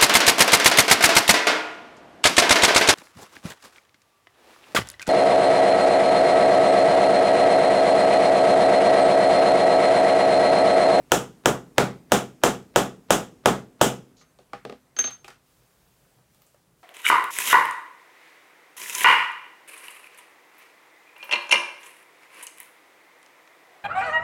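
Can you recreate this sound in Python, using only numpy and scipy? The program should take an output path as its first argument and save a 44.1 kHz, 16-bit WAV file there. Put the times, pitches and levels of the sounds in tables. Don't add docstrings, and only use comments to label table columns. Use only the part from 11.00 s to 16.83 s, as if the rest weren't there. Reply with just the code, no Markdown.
import sys
import numpy as np
from scipy import signal
from scipy.fft import rfft, irfft, next_fast_len
from scipy.io import wavfile
from scipy.ndimage import uniform_filter1d

SR = 44100
rng = np.random.default_rng(int(sys.argv[2]) if len(sys.argv) > 2 else 0)


def output_pcm(signal):
    pcm = np.clip(np.atleast_2d(signal).T, -1, 1) * 32767
    wavfile.write(sys.argv[1], SR, np.round(pcm).astype(np.int16))


def volts_from_decibels(level):
    exponent = np.asarray(level, float) / 20
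    return 10 ** exponent


N = 257103
T = np.arange(SR * 3 // 5) / SR
LEAD_S = .0003

# start_s, peak_db, rattle_db, jolt_db (jolt of box lid and dish)
BLOWS = [
    (-.22, -7.5, -13.5, 18.5),
    (0.1192, -1.5, 0, -4.5),
    (0.4582, -2, -2, -2.5),
    (.7820, -5.5, 1, 8.5),
    (1.1199, -4.5, 3.5, -0.5),
    (1.4367, -5.5, 4, 0),
    (1.7602, -4.5, 2.5, -0.6),
    (2.106, -4.5, 5, -3),
    (2.4585, -4.5, 0.5, 2),
    (2.8135, -4.5, 5.5, -4.5),
]
# pitch_hz, level_db, t60_s
TABLE = [(128.6, -5, 0.35), (193.75, -7.5, 0.77), (212.9, -9.5, 1), (254.7, -2, 0.44), (279.6, -5.5, 0.25),
         (355, -11.5, 0.71), (369.5, -2.5, 0.15), (399.5, -4, 0.81), (480, -6.5, 1), (490, 0, 0.43),
         (571.4, -2.5, 0.21), (675, -5, 0.37), (614, -1.5, 0.083), (722, -3.5, 0.56), (806, 1.5, 0.2),
         (854, -13, 0.8), (917, -6, 0.039), (1152.7, 3.5, 0.034), (1225, 0, 0.095), (1410, -15.5, 0.43),
         (1473, -10, 0.022)]
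# pitch_hz, level_db, t60_s
LEGS = [(47, -8, .24), (95, -24, .2)]
# pitch_hz, level_db, t60_s
ROOM_MODES = [(203, -34, .75), (256, -24, .8)]
# freq_hz, level_db (per Hz)
FIRST_WAVE = [(150, -44), (350, -6.5), (750, -1), (1000, -6.5), (1280, 0.5), (1800, -3.5), (2200, -9.5),
              (3100, -2), (4300, -15.5), (6400, -10.5), (10000, -23.5), (16000, -30.5)]
# freq_hz, level_db (per Hz)
WOOD_TAIL = [(60, -25.5), (110, -16), (190, -1.5), (300, -4), (450, -1), (700, -6.5), (1000, -11.5),
             (1350, -10.5), (2000, -22.5), (3000, -43.5), (5500, -120)]
# freq_hz, t60_s
DECAY = [(60, 0.44), (250, 0.13), (750, 0.22), (2000, 0.24), (5000, 0.21), (9000, 0.19), (13000, 0.205),
         (16000, 0.18)]
# freq_hz, t60_s
LINGER = [(60, 0.5), (250, 0.9), (500, 0.54), (1500, 0.32), (5000, 0.5), (14000, 0.36)]
# freq_hz, level_db (per Hz)
RATTLE = [(880, -23), (1500, -11), (1780, -13.5), (2300, -10), (3400, -7.5), (4320, -16.5), (5220, -12.5),
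          (7260, -8.5), (11800, -21), (15000, -22), (16300, -25.5)]
# freq_hz, level_db (per Hz)
ROOM_TONE = [(25, -10), (48, 6), (70, -0.5), (100, -5), (125, 3), (165, 0.5), (240, -10.5), (400, -8),
             (1000, -13.5), (2000, -19), (4000, -24.5), (8000, -24), (14000, -28.5), (16500, -30.5)]
# start_s, level_db
ROOM_LEVEL = [(0.0, -58.5), (5.83, -64)]
# start_s, length_s, level_db
SCRAPE = [
    (3.165, 0.052, -61),
]
# start_s, level_db
RINGS = [
    (3.185, -77),
    (3.212, -65),
    (3.965, -37),
    (3.989, -16.5),
]
# pitch_hz, level_db, t60_s
STEEL = [(6335, -6, .58), (6348.5, -7, .66), (6640, -17, .05)]
# start_s, peak_db, resonance_hz, click_db
PUNCH_TAPS = [
    (3.212, -47, 1204, -6.5),
    (4.245, -35, 2470, -2),
    (4.280, -33, 1270, -3),
    (4.303, -40, 1350, -5),
]
# start_s, peak_db, resonance_hz, click_db
HEAD_DOWN = [
    (3.388, -47.5, 560, -3),
    (3.533, -27.5, 1250, -7),
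]
# start_s, peak_db, resonance_hz, click_db
HANDLE_DOWN = [
    (3.651, -27.5, 428, 0),
]
# start_s, peak_db, resonance_hz, click_db
PUNCH_DOWN = [
    (3.965, -33.5, 1420, -17),
    (3.988, -17, 1570, -6.5),
    (4.041, -22.5, 1500, -21.5),
    (4.074, -28.5, 1260, -16),
    (4.106, -37.5, 1200, -6),
]
# start_s, length_s, level_db
CLOTH = [
    (4.38, .64, -67.5),
    (5.25, .17, -70),
    (5.73, .04, -68),
]
# freq_hz, level_db (per Hz)
WEAVE = [(300, -18.5), (900, -13.5), (2500, -2), (6000, -4), (14000, -4), (16500, -2.5)]
# start_s, peak_db, resonance_hz, click_db
CLOTH_TICKS = [
    (5.05, -62, 503, -28),
    (5.185, -56.5, 555, -17),
    (5.347, -56, 5000, 5),
    (5.419, -48.5, 13000, -10.5),
    (5.466, -51.5, 7000, -24),
    (5.544, -54.5, 553, -14),
]


def unit(x):
    return x / np.sqrt(np.mean(x ** 2) + 1e-20)


def along(points, hz):
    f, v = np.transpose(points)
    return np.interp(np.log(hz + 1), np.log(f + 1), v)


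def level(rows):
    return volts_from_decibels(np.interp(np.arange(N) / SR, *np.transpose(rows)))


def filtered(x, response):
    m = next_fast_len(2 * len(x))
    return irfft(rfft(x, m) * response(np.fft.rfftfreq(m, 1 / SR)), m)[:len(x)]


def burst(colour):
    return filtered(rng.standard_normal(len(T)), colour)


def resonances(peaks):
    return lambda f: sum((-1) ** k * volts_from_decibels(db) * 1j * f * width / (hz * hz - f * f + 1j * f * width)
                         for k, (hz, width, db) in enumerate(peaks))


def dispersion(spread_s):
    turn = 4 * np.pi * spread_s * np.sqrt(1000)
    return lambda f: np.exp(-1j * turn * (np.sqrt(f) - f / np.sqrt(2 * SR)))


def add(track, s, sound):
    start = round(s * SR)
    sound = sound[max(-start, 0):]
    part = track[max(start, 0):][:len(sound)]
    part += sound[:len(part)]


def scatter(colour, linger_db):
    hz, t, z = signal.stft(rng.standard_normal(len(T)), SR, nperseg=256)
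    early = volts_from_decibels(-60 * t / along(DECAY, hz)[:, None])
    late = volts_from_decibels(linger_db - 60 * t / along(LINGER, hz)[:, None])
    tail = filtered(signal.istft(z * (early + late), SR, nperseg=256)[1][:len(T)], colour)
    return tail / np.sqrt(np.mean(tail[:SR // 25] ** 2))


def ringing(modes, phases, rise_cycles):
    out = 0
    for (hz, db, t60), phase in zip(modes, phases):
        envelope = volts_from_decibels(db - 60 * T / t60) * (1 - np.exp(-T * hz / rise_cycles))
        out = out + envelope * np.sin(2 * np.pi * hz * T + phase)
    return out


def patchy(spectrum, patchy_db):
    z = signal.stft(rng.standard_normal(N), nperseg=512)[2]
    field = uniform_filter1d(uniform_filter1d(rng.standard_normal(z.shape), 8, 0), 14, 1)
    noise = signal.istft(z * volts_from_decibels(patchy_db * unit(field)), nperseg=512)[1][:N]
    return unit(filtered(noise, lambda f: volts_from_decibels(along(spectrum, f))))


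def strokes(rows, rise_s, fall_s):
    t, gain = np.arange(N) / SR, 0
    for s, length, db in rows:
        rise_db = 20 * np.minimum((t - s) / rise_s - 1, 0)
        fall_db = 20 * np.maximum(t - s - rise_s - length, 0) / fall_s
        gain = gain + volts_from_decibels(db + rise_db - fall_db)
    return gain


def room_tone():
    return level(ROOM_LEVEL) * patchy(ROOM_TONE, patchy_db=1.2)


def bending_wave(spread_s):
    wave = filtered(1.0 * (T == 0), lambda f: volts_from_decibels(along(FIRST_WAVE, f)) * dispersion(spread_s)(f))
    return wave / abs(wave).max()


def hammer_blows():
    out = np.zeros(N)
    first = bending_wave(spread_s=.0026)
    edge = filtered(first, lambda f: 1 / (1 + (f / 1700) ** 3))
    wave = first + 1.1 * np.roll(edge, round(.0029 * SR))
    phases = rng.uniform(0, 2 * np.pi, len(TABLE))
    colour = lambda f: volts_from_decibels(along(WOOD_TAIL, f))
    swell = 1 - np.exp(-T / 0.0055)
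    wood = swell * scatter(colour, linger_db=-28)
    slow_modes = LEGS + ROOM_MODES
    slow = ringing(slow_modes, np.zeros(len(slow_modes)), rise_cycles=0.86)
    for k, (s, db, rattle_db, jolt_db) in enumerate(BLOWS):
        crack = volts_from_decibels(-8.5 - 60 * T / 0.0083) * burst(lambda f: f / (f + 2500))
        modes = [(hz, d + rng.normal(0, 2), min(t60, .2 + 25 / hz)) for hz, d, t60 in TABLE]
        shifted = .85 * wood + .75 * swell * scatter(colour, linger_db=-28)
        thud = volts_from_decibels(-11.5) * (ringing(modes, phases, rise_cycles=0.17) + slow)
        thud = thud + volts_from_decibels(-8.5) * filtered(shifted, dispersion(0.003997))
        shaken = [(1400, 0), (2200, 1.1 * jolt_db), (3000, 0), (4200, .9 * jolt_db), (6000, 0)]
        loose = scatter(lambda f: volts_from_decibels(along(RATTLE, f) + along(shaken, f)), linger_db=-29.5)
        rattle = volts_from_decibels(rattle_db - 16.5) * swell * loose
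        sharp = volts_from_decibels(db) * (filtered(wave, lambda f: volts_from_decibels(along(shaken, f))) + crack + rattle)
        thud_db = -5 + 0.23 * k
        add(out, s - LEAD_S, sharp + volts_from_decibels(thud_db) * thud)
    return out


def eyelets_landing():
    flight_s, landing_db, landing_hz = .026, -23.5, 2980
    out = np.zeros(N)
    variations = rng.standard_normal((len(BLOWS), 3))
    for (s, db, rattle_db, jolt_db), (late, tune, size) in zip(BLOWS, variations):
        hz = landing_hz * volts_from_decibels(.6 * tune - 0.24 * jolt_db)
        grit = volts_from_decibels(5 * rng.standard_normal(len(T))) * rng.standard_normal(len(T))
        envelope = (T / 0.0044) * np.exp(1 - T / 0.0043)
        patch = unit(filtered(grit, resonances([(hz, 0.18 * hz, 0)]))) * envelope
        add(out, s + flight_s - .005 + .003 * late, volts_from_decibels(db + landing_db + 1.5 * size) * patch)
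    return out


def punch_scrape():
    grit = volts_from_decibels(3.5 * rng.standard_normal(N)) * rng.standard_normal(N)
    rub = unit(filtered(grit, resonances([(4070, 1100, 0.0079), (6600, 850, 0.024)])))
    return strokes(SCRAPE, rise_s=0.0041, fall_s=.03) * rub


def punch_ring():
    out = np.zeros(N)
    ring = ringing(STEEL, [0, -.45, 0], rise_cycles=6) * volts_from_decibels(-500 * T ** 2)
    for s, db in RINGS:
        add(out, s - LEAD_S, volts_from_decibels(db + 3.5) * ring)
    return out


def contacts(events, knock_s, table_db, hard_hz, upper_hz, ring_db, wet_db):
    out = np.zeros(N)
    for s, db, low_hz, click_db in events:
        high_hz = low_hz + upper_hz
        room_db = wet_db - 0.16 * (db + 48.5)
        body = resonances([(low_hz, .25 * low_hz, 0), (high_hz, .45 * high_hz, -1.5)])
        sheen_hz = hard_hz * volts_from_decibels(0.2 * click_db)
        sheen = lambda f: (f / (f + 1200)) / (1 + (f / sheen_hz) ** 3)
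        colour = lambda f: body(f) / (1 + (f / high_hz / 2.1) ** 3) + volts_from_decibels(click_db - 0.5) * sheen(f)
        near = [(hz, d + rng.normal(0, 3) - 2 * abs(np.log2(hz / low_hz)), min(t60, .08 + 30 / hz))
                for hz, d, t60 in TABLE]
        table = ringing(near, rng.uniform(0, 2 * np.pi, len(near)), rise_cycles=0.54)
        table = table + volts_from_decibels(4.5) * ringing(ROOM_MODES, [0, 0], rise_cycles=1.8)
        table = table + volts_from_decibels(-4.5) * ringing(LEGS, [0, 0], rise_cycles=0.9)
        knock = volts_from_decibels(-60 * T / knock_s) * rng.standard_normal(len(T))
        knock = filtered(knock, lambda f: colour(f) * dispersion(.002)(f))
        ring = ringing([(low_hz, ring_db, 16 / low_hz)], [0], rise_cycles=1)
        click = volts_from_decibels(click_db - 60 * T / .007) * burst(sheen)
        tail = scatter(lambda f: abs(colour(f)), linger_db=-28) * (1 - np.exp(-T / 0.007))
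        room = volts_from_decibels(room_db - 16) * (tail + volts_from_decibels(table_db) * table)
        add(out, s - LEAD_S, volts_from_decibels(db + 0.5) * (knock / abs(knock).max() + ring + click + room))
    return out


def punch_taps():
    return contacts(PUNCH_TAPS, knock_s=0.032, table_db=1.5, hard_hz=7200, upper_hz=1780,
                    ring_db=-17, wet_db=0)


def hammer_head():
    return contacts(HEAD_DOWN, knock_s=0.021, table_db=8, hard_hz=5000, upper_hz=1090,
                    ring_db=5, wet_db=0)


def bounced(events, count):
    first_s, shrink, loss_db = .0455, .6, 4.6
    s, db, *colour = events[-1]
    return events + [(s + first_s * (1 - shrink ** k) / (1 - shrink), db - loss_db * k, *colour)
                     for k in range(1, count + 1)]


def hammer_handle():
    return contacts(bounced(HANDLE_DOWN, count=2), knock_s=0.016, table_db=12, hard_hz=3350,
                    upper_hz=2080, ring_db=5.5, wet_db=-4)


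def punch_drop():
    return contacts(PUNCH_DOWN, knock_s=0.03, table_db=0, hard_hz=8910, upper_hz=2300,
                    ring_db=-19.5, wet_db=1.5)


def cloth():
    return strokes(CLOTH, rise_s=0.0863, fall_s=0.45) * patchy(WEAVE, patchy_db=.8)


def cloth_ticks():
    return contacts(CLOTH_TICKS, knock_s=0.022, table_db=1.5, hard_hz=13900, upper_hz=900,
                    ring_db=4, wet_db=-1)


def scene():
    driving = room_tone() + hammer_blows() + eyelets_landing()
    punch = punch_scrape() + punch_ring() + punch_taps() + punch_drop()
    laid_down = hammer_head() + hammer_handle()
    return (driving + punch + laid_down + cloth() + cloth_ticks())[None]


def gain_duck():
    duck_db = np.zeros(N)
    for s, *_ in BLOWS:
        add(duck_db, s + .005, -8 * (1 - np.exp(-T / 0.000044)) * np.exp(-(T / 0.052) ** 0.8))
    return volts_from_decibels(duck_db)


def smear_ahead():
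    out = np.zeros(N)
    t = T[:round(.021 * SR)]
    early = volts_from_decibels(-48 - 60 * t / .03) * (1 - np.exp(-t / .002))
    late = volts_from_decibels(-38 - 60 * t[::-1] / .035) * (t > .011)
    dull = lambda f: 1 / (f + 700) / (1 + (f / 6000) ** 4)
    for s, *_ in BLOWS:
        add(out, s - .0215, (early + late) * unit(filtered(rng.standard_normal(len(t)), dull)))
    return volts_from_decibels(4) * out


def band_limit(x):
    return signal.sosfilt(signal.butter(12, 17000, fs=SR, output="sos"), x)


def record(dry):
    x = dry[0] * gain_duck() + smear_ahead()
    x = x / (1 + abs(x / 1.05) ** 4) ** (1 / 4)
    x = filtered(x, lambda f: 1 / (1 + (f / 16000) ** 80) * (1j * f / (1j * f + 38)) ** 3)
    return band_limit(x[None])


dry = scene()
out = record(dry)
output_pcm(out)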